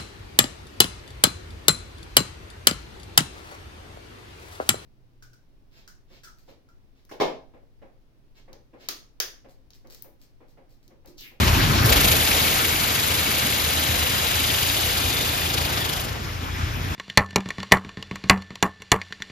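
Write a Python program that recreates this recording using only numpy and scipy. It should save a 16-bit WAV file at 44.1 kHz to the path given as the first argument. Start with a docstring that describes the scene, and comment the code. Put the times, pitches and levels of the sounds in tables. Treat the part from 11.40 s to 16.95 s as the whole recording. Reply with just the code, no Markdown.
"""Inside a car wash

Spinning nozzles sweep the car's glass with a throbbing hiss: noise in bands that swell together.
The wider splash of the bay, smoother noise, roars through the panels. A motor and a pump hum
unevenly underneath as sums of waves, while the body shakes (low noise) and thumps (short low rings).
Left and right differ by pitch: how alike they are, which one leads and which one is louder."""
import sys
import numpy as np
from scipy import signal
from scipy.fft import rfft, irfft
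from scipy.io import wavfile
from scipy.ndimage import uniform_filter1d

SR = 44100
rng = np.random.default_rng(int(sys.argv[2]) if len(sys.argv) > 2 else 0)


def generate_wav(sig):
    """Save sig (samples, or channels by samples) to the path in sys.argv[1] as 16-bit PCM at SR."""
    pcm = np.round(np.clip(np.atleast_2d(sig).T, -1, 1) * 32767).astype(np.int16)
    wavfile.write(sys.argv[1], SR, pcm)


N = 244755

# Motor hum over time; the tilt favours high multiples and pivots at the fourth:
# start_s, level_db, tilt_db_per_octave
HUM_CURVE = [(0, -21, -1), (.2, -24, 2), (.43, -26, -2), (.6, -27.5, 9), (.73, -29, 0), (.8, -33, 1),
             (.97, -35, 5), (1.08, -38, 11), (1.3, -35.5, 1), (2.0, -34, 7), (2.5, -33.5, 7),
             (3.0, -31.5, 0.5), (3.4, -35, -3.5), (3.65, -31, -7), (3.82, -35, 6), (4.1, -31.5, -2),
             (4.6, -32.5, -1), (4.82, -32.5, -2), (5.05, -33, -6), (5.3, -32, -1), (5.55, -29, -1)]
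# Waves that make up the motor hum: multiple_of_beat, relative_level_db
HUM_MULTIPLES = [(2, -5.5), (3, 2.5), (4, 0.5), (5, -4.5), (6, -11), (7, -12.5), (8, -13), (10, -11.5)]
# Loudness of the pump's drone: start_s, level_db
PUMP_CURVE = [(0, -30), (.5, -33), (.9, -30.5), (1.2, -43), (1.6, -40), (2.4, -34), (3.1, -38), (3.5, -37),
              (3.95, -36), (4.5, -41.5), (5.0, -41), (5.55, -39)]
# Loudness of the body's shaking: start_s, level_db
SHAKE_CURVE = [(0, -24.5), (.55, -28), (1.1, -44.5), (4.4, -42.5), (5.0, -39), (5.55, -32)]
# Tone of the shaking: frequency_hz, relative_density_db
SHAKE_TONE = [(15, -40), (29, -14), (42, 5), (55, 2), (68, -11), (100, -14), (160, -14.5), (300, -28),
              (800, -62), (3000, -120)]
# Brief changes in the shaking, swelling where positive and dipping where negative: time_s, change_db
SHAKE_CHANGES = [(.08, -3), (.24, -3), (2.6, 10), (5.36, 1.5)]
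# Low thumps through the body: start_s, envelope_peak_db, pitch_hz
BODY_THUMPS = [(0.01, -13, 74), (.058, -19, 62), (0.123, -16, 70.4), (0.211, -15, 99), (0.244, -21, 109),
               (0.279, -18.5, 138), (0.159, -17, 80), (0.299, -21, 99), (0.333, -27, 111),
               (0.395, -20, 101), (0.442, -12, 111), (0.507, -12, 55.7), (0.536, -16, 59.6),
               (0.704, -20, 85), (2.48, -25, 108), (2.514, -32, 95), (2.958, -26, 97), (3.259, -28, 76),
               (4.7, -30, 98), (4.806, -21, 78), (4.845, -26, 90.5), (5.027, -32, 90), (5.227, -21, 85),
               (5.27, -24, 100), (5.335, -28, 60), (5.49, -24, 95)]
# Splash through the panels; brightness pivots at 500 Hz, the hollow is a dip in the low middle
# (a bump where negative): start_s, level_db, brightness_db_per_octave, hollow_db
SPLASH_CURVE = [(0.0, -19.5, 0.5, 1), (0.08, -22, 1, -2.5), (0.4, -21, .5, 1), (0.52, -19, 0, -8),
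                (0.6, -21, 0.5, -5.5), (0.8, -23.5, 0, -4.5), (1.34, -26, 0, -2), (2.3, -29.5, 0.5, -3.5),
                (4.5, -29, 0, -5.5), (4.9, -33.5, .5, -1.5), (5.1, -32, 0, 3.5), (5.2, -29.5, 0, 4),
                (5.3, -31, 0, 2.5), (5.55, -31, 0.5, -2.5)]
# Tone of the splash: frequency_hz, relative_density_db
SPLASH_TONE = [(60, -8), (130, 3.5), (200, 0), (300, 1), (600, -6), (1300, -2.5), (2400, -7.5), (4500, -12),
               (5500, -15.5), (6500, -16.5), (9000, -21.5), (10800, -21.5), (12500, -21), (15700, 3)]
# Tone the nearby brush lends the splash until it draws off: frequency_hz, gain_db
BRUSH_TONE = [(60, 0), (150, 6.5), (260, 4.5), (450, -1.5), (800, 1), (1200, 2), (1700, -1), (2500, -0.5),
              (3500, 2.5), (6000, -0.5), (12000, 3)]
# Jet on the glass; brightness counts above 2 kHz: start_s, level_db, brightness_db_per_octave
JET_CURVE = [(0.36, -51, 1), (0.45, -35, 7.5), (0.54, -23.5, 2.5), (0.73, -20.5, 3), (0.76, -22.5, 2.5),
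             (0.97, -19, 1), (1.39, -21.5, 1), (2.81, -19.5, -0.5), (3.25, -21.5, 1), (4.3, -25, 0),
             (4.6, -27, 0), (4.7, -35.5, -1), (4.85, -43, -6.5), (5.1, -56, 1.5)]
# Tone of the jet: frequency_hz, relative_density_db
JET_TONE = [(150, -45), (500, -2), (1200, -2.5), (2000, -0.5), (2700, 0.5), (3600, 1), (5200, -3),
            (5550, -9.5), (6000, -4), (8300, -3.5), (10500, -2.5), (13400, -7.5), (14600, -5.5),
            (15700, -36)]
# Nozzle sweep, with throb depth before each band's weighting and lag behind a steady beat:
# start_s, throb_depth_db, lag_ms
SWEEP_CURVE = [(.5, 3.5, 64), (.72, 2.5, 47.5), (.85, 0.5, 57), (1.15, -0.5, 21), (1.5, 1.5, 10),
               (2.1, 0.5, 4.4), (2.25, -1, 15), (2.55, 2, 16), (2.95, -0.5, 4), (3.9, 1.5, 7.4),
               (4.05, -0.5, 19), (4.2, 3.5, 13), (4.4, 1, 10), (4.6, 4.5, 7.7)]
# Single nozzle passes, strong and faint, one a dip where negative; sizes are before weighting:
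# time_s, change_db, strongest_pitch_hz
NOZZLE_PASSES = [(0.08, 11, 3000), (0.464, 2, 3300), (0.495, 4.5, 4500), (0.525, 12.5, 2500),
                 (0.562, 5.5, 4100), (0.602, 1, 2520), (0.65, 2.5, 3500), (0.682, 1, 4500),
                 (0.718, 3, 3000), (0.917, 5, 2500), (1.249, 5, 3000), (1.878, 1.5, 3000), (2.069, 3, 3500),
                 (2.2, 4, 3000), (3.105, 3.5, 3400), (3.697, 2.5, 3020), (4.103, 4, 3300),
                 (4.145, 4.5, 4500), (4.178, 3.5, 3460), (4.215, 0, 4200), (4.25, 3, 2900),
                 (4.296, 1, 2700), (4.376, 4.5, 3200), (4.41, 2, 3430), (4.452, 2.5, 3300),
                 (4.496, 3.5, 3220), (4.512, 1, 1700), (4.536, 1, 2600), (4.568, 1, 4000),
                 (4.608, -4, 2900)]
# Broad ring that follows the struck spot over the glass (a dip where negative):
# start_s, pitch_hz, lift_db
GLASS_RING = [(.4, 3370, 8), (.75, 2460, 4), (1.3, 2340, 1.5), (1.9, 2680, 1.5), (2.6, 3080, 0.5),
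              (3.3, 3320, 3), (4.0, 3320, 2), (4.35, 3200, 1), (4.6, 2820, -2.5), (4.9, 2600, -3)]
# Narrow rings of the pane, lifted while the water is near (dipped where negative), some sliding:
# pitch_hz, width_hz, lift_db, strongest_at_s, lasts_s, glide_hz_per_s
PANE_RINGS = [(1800, 75, 6.5, 4.42, 0.1, -2200), (2240, 60, 3.5, 1.3, 0.75, 0),
              (2450, 52, 4, 3.85, 0.39, 0), (2920, 70, 3, 3.64, 1, 0), (3600, 98, 4, 3.75, 0.16, 3),
              (3480, 110, 3, 4.1, 0.12, -300), (3260, 260, 5.5, 4.5, 0.13, -2200),
              (3300, 120, 0.5, 2.84, 0.26, 608), (3940, 92, 1.5, 2.2, 0.6, 0),
              (4600, 120, 3, 4.18, 0.054, 0), (4400, 110, -7, 2.8, 0.31, -300), (5500, 79, 4.5, 0.6, 1, 0),
              (5270, 110, 5, 4.9, 0.62, 0), (4400, 250, -4, 5.3, 0.27, -2), (3360, 150, 3, 5.5, 0.46, 0),
              (2430, 120, 3.5, 5.3, 0.38, 300)]
# Stereo by pitch: how alike left and right are, with their lead and level difference:
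# frequency_hz, likeness_0_to_1, left_lead_rad, left_minus_right_db
STEREO_CURVE = [(40, .99, 0, 1), (90, .95, 0, 1), (220, .75, 0, 0), (400, .45, 0, -.5), (620, .15, .6, 0),
                (870, .3, 2.2, 1), (1450, .35, 4.1, 1), (2200, .6, 6.2, 2), (3050, .6, 7.4, 4),
                (3550, .5, 7.7, 4.5), (4100, .35, 7.4, 5), (4700, .6, 7.0, 5.5), (5300, .45, 6.7, 5),
                (5900, .35, 5.2, 3), (7100, .45, 4.5, 1), (7700, .85, 3.4, .5), (8250, .999, 3.17, 0),
                (9000, .999, 3.11, 0), (9500, .95, 2.9, 0), (10100, .75, 2.4, 0), (11300, .65, 1.4, 0),
                (12100, .85, .5, 0), (12450, .98, 0, 0), (13300, 1, 0, 0)]

MOTOR_HZ, BEAT_AT_S = 28.4, 4.817  # beats a second, and the time of one beat
BEAT_WAVER, HUM_SMEAR = 0.06, 0.07  # turns: of the whole beat, of each multiple
PUMP_HZ, PUMP_WAVER_HZ = 77.2, 1.56
HUM_SWAY_DB, SHAKE_SWAY_DB, SHAKE_CHANGE_S = 2.5, 1.5, 0.014
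THUMP_RISE_MS, THUMP_FALL_MS = 6.6, 17
HOLLOW_HZ, HOLLOW_OCTAVES = 596, 0.35
BRUSH_LEAVES_S, BRUSH_FADE_S = 0.44, 0.1
SWEEPS_PER_S, DROP_SPREAD_DB = 25.2, 1.3
PASS_RISE_MS, PASS_FALL_MS = 2.9, 5.2
PASS_BROAD_SHARE, PASS_OCTAVES = 0.41, 0.76  # share felt at every pitch; width of the rest
BASS_CUT_HZ, CUTOFF_HZ = 29, 15735


def from_db(db):
    """Turn a level in dB into a gain."""
    return 10 ** (np.asarray(db) / 20)


def rms_one(x):
    """Scale a signal so its average strength (rms) is 1."""
    return x / np.sqrt(np.mean(x ** 2) + 1e-20)


def bell(distance):
    """Smooth bump that is 1 at distance 0 and fades on both sides."""
    return np.exp(-0.5 * distance ** 2)


def in_time(rows):
    """Draw each column of a time table as a curve with one value a sample."""
    s, *columns = np.transpose(rows)
    return [np.interp(np.arange(N) / SR, s, column) for column in columns]


def in_pitch(rows, size=N):
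    """Draw each column of a frequency table as a curve with one value an FFT bin."""
    hz, *columns = np.transpose(rows)
    bin_hz = np.arange(size // 2 + 1) * SR / size
    return [np.interp(np.log(bin_hz + 1), np.log(hz), column) for column in columns]


def colour(x, tone):
    """Filter a sound by a tone table, then scale it to rms 1."""
    return rms_one(irfft(rfft(x) * from_db(in_pitch(tone)[0]), N))


def drift(rate_hz):
    """Slow random curve of spread 1: noise at every 40th sample, smoothed by two equal low-passes."""
    r = np.exp(-80 * np.pi * rate_hz / SR)
    noise = rng.standard_normal(N // 40 + 2002)
    slow = signal.lfilter([1], [1, -2 * r, r * r], noise)[2000:]  # skip the filter's start-up
    return np.interp(np.arange(N) / 40, np.arange(len(slow)), rms_one(slow))


def flutter(rate_hz):
    """Quick random curve: a drift with its slow part taken out."""
    x = drift(rate_hz)
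    return x - uniform_filter1d(x, size=SR // 14)


def bands(source, low_hz, gain_db):
    """Split noise into overlapping bands half an octave apart that add up flat, and set each one's gain."""
    bin_hz = np.arange(N // 2 + 1) * SR / N
    steps = 2 * np.log2((bin_hz + 1) / low_hz)
    spectrum, out = rfft(source), 0
    for k in range(int(2 * np.log2(20000 / low_hz))):
        window = np.cos(np.pi / 2 * np.clip(steps - k, -1, 1)) ** 2
        centre_hz = low_hz * 2 ** (k / 2)
        out = out + irfft(spectrum * window, N) * from_db(gain_db(centre_hz))
    return out


def pass_changes(hz):
    """Single passes in dB at one pitch: quick to set in, slower to fade, with a counter-swing around."""
    marks, ms = np.zeros(N), np.arange(-1500, 1501) * 1000 / SR
    s, db, strongest_hz = np.transpose(NOZZLE_PASSES)
    near = bell(np.log2(hz / strongest_hz) / PASS_OCTAVES)
    marks[np.round(s * SR).astype(int)] = db * (PASS_BROAD_SHARE + (1 - PASS_BROAD_SHARE) * near)
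    shape = bell(ms / np.where(ms < 0, PASS_RISE_MS, PASS_FALL_MS))
    bumps = signal.fftconvolve(marks, shape, "same")
    return bumps - uniform_filter1d(bumps, size=SR // 16)  # the local average is taken off


def motor():
    """Multiples of the motor's beat stay nearly in step, so they pulse, while each sways in level."""
    t, hum = np.arange(N) / SR, 0
    level_db, tilt_db = in_time(HUM_CURVE)
    beat = MOTOR_HZ * (t - BEAT_AT_S) + BEAT_WAVER * drift(1.53)
    for multiple, line_db in HUM_MULTIPLES:
        sway_db = tilt_db * np.log2(multiple / 4) + HUM_SWAY_DB * drift(6.9)
        turns = multiple * beat + HUM_SMEAR * drift(2.7)
        hum = hum + from_db(line_db + sway_db) * np.cos(2 * np.pi * turns)
    return from_db(level_db) * rms_one(hum)


def pump():
    """One sine wave drones with a pitch and a level that wander."""
    turns = np.cumsum(PUMP_HZ + PUMP_WAVER_HZ * drift(3.8)) / SR
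    level_db = in_time(PUMP_CURVE)[0] + HUM_SWAY_DB * drift(11.0)
    return from_db(level_db) * np.sqrt(2) * np.sin(2 * np.pi * turns)


def shaking():
    """The body shakes as low noise whose level sways, with a few brief swells and dips."""
    t = np.arange(N) / SR
    level_db = in_time(SHAKE_CURVE)[0] + SHAKE_SWAY_DB * drift(4.2)
    for s, change_db in SHAKE_CHANGES:
        level_db = level_db + change_db * bell((t - s) / SHAKE_CHANGE_S)
    return from_db(level_db) * colour(rng.standard_normal((2, N)), SHAKE_TONE)


def rumble():
    """Motor and pump reach the second arrival an eighth of a second late; the shaking lies beneath."""
    steady = motor() + pump()
    now = np.arange(N)
    late = np.abs(now - SR // 8)  # the opening gap is filled with mirrored sound
    return steady[[now, late]] + shaking()


def thumps():
    """The body takes soft pushes that ring briefly and die away, in the first arrival only."""
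    out, ms = np.zeros(N + SR), np.arange(SR // 8) * 1000 / SR
    shape = (1 - np.exp(-ms / THUMP_RISE_MS)) * np.exp(-ms / THUMP_FALL_MS)
    shape = shape / shape.max()
    for s, db, hz in BODY_THUMPS:
        start = round(s * SR)
        out[start:start + len(ms)] += from_db(db) * shape * np.sin(2 * np.pi * hz * ms / 1000)
    return out[:N] * [[1], [0]]


def splash():
    """Far spray and running water blend into smooth noise with slight patches."""
    level_db, bright, hollow_db = in_time(SPLASH_CURVE)
    together_db = 0.4 * drift(12.0)  # patches shared by all bands
    brush = np.clip((BRUSH_LEAVES_S - np.arange(N) / SR) / BRUSH_FADE_S, 0, 1)
    brush_hz, brush_db = np.transpose(BRUSH_TONE)

    def gain_db(hz):
        """Brightness, hollow, brush and patches of one band; the panels feel the nozzle passes too."""
        hollow = hollow_db * bell(np.log2(hz / HOLLOW_HZ) / HOLLOW_OCTAVES)
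        tone = bright * np.log2(hz / 500) - hollow
        brush_tone = brush * np.interp(np.log(hz), np.log(brush_hz), brush_db)
        patches = 1.9 * min(1, (1500 / hz) ** 0.23) * drift(14.0)  # weaker in the treble
        return tone + brush_tone + together_db + 0.5 * pass_changes(hz) + patches

    noise = bands(rng.standard_normal((2, N)), 60.3, gain_db)
    return from_db(level_db) * colour(noise, SPLASH_TONE)


def jet():
    """Dense drops hiss on the glass; the nozzle passes change their level, with more weight in the treble."""
    t = np.arange(N) / SR
    level_db, bright = in_time(JET_CURVE)
    depth_db, lag_ms = in_time(SWEEP_CURVE)
    ring_hz, ring_db = in_time(GLASS_RING)
    turns = SWEEPS_PER_S * (t - lag_ms / 1000)
    drop_db = DROP_SPREAD_DB * np.minimum(rng.exponential(1, N), 5)  # drop sizes vary
    drops = rng.standard_normal((2, N)) * from_db(drop_db)
    gust = flutter(74.0)  # shared by all bands

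    def gain_db(hz):
        """Throb, ring, brightness and flicker of one band; passes differ a little between bands."""
        octaves = np.log2(hz / 2000)
        sweep = depth_db * np.cos(2 * np.pi * (turns + 0.062 * drift(20.0)))
        throb = (pass_changes(hz) + sweep) * np.clip(1.03 + 0.075 * octaves, 0, 2)
        ring = ring_db * bell(np.log2(hz / ring_hz) / 0.51)
        flicker = 0.38 * gust + 1.92 * flutter(56.0)
        return ring + throb + bright * max(octaves, 0) + flicker

    first_s, last_s = JET_CURVE[0][0], JET_CURVE[-1][0]
    fade = np.clip(np.minimum(t - first_s, last_s - t) / 0.13, 0, 1)  # 0.13 s in and out
    return fade * from_db(level_db) * colour(bands(drops, 220.0, gain_db), JET_TONE)


def pane(x):
    """The glass rings in narrow bands, each picked out around its centre and lifted or dipped for a while."""
    t, hz, out = np.arange(N) / SR, np.fft.fftfreq(N, 1 / SR), x
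    for centre_hz, width_hz, lift_db, s, lasts, glide in PANE_RINGS:
        lift = from_db(lift_db * bell((t - s) / lasts)) - 1
        slide_hz = glide * np.clip(t - s, -2 * lasts, 2 * lasts)
        turn = np.exp(2j * np.pi * np.cumsum(centre_hz + slide_hz) / SR)
        # shift the centre down to 0 Hz, keep what is close to it, shift back
        ring = np.fft.ifft(np.fft.fft(x / turn) * bell(hz / width_hz)) * turn
        out = out + lift * 2 * ring.real
    return out


def scene():
    """Mix all sources as two arrivals; left and right share the first by their likeness."""
    pad = SR // 10  # mirrored edges
    mix = rumble() + thumps() + pane(splash() + jet())
    first, second = rfft(np.pad(mix, ((0, 0), (pad, pad)), "reflect"))
    alike, lead, tilt_db = in_pitch(STEREO_CURVE, size=N + 2 * pad)
    alike = np.clip(alike, 0, 1)
    right = alike * np.exp(-1j * lead) * first + np.sqrt(1 - alike ** 2) * second
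    sides = [first * from_db(tilt_db / 2), right * from_db(-tilt_db / 2)]
    return irfft(sides, N + 2 * pad)[:, pad:pad + N]


def record(dry):
    """The microphones lose the deepest bass, and a steep filter cuts the top."""
    bass_cut = signal.butter(2, BASS_CUT_HZ, "high", fs=SR, output="sos")
    top_cut = signal.ellip(12, 0.5, 70, CUTOFF_HZ, fs=SR, output="sos")
    return signal.sosfilt(top_cut, signal.sosfilt(bass_cut, dry))


dry = scene()
out = record(dry)
generate_wav(out)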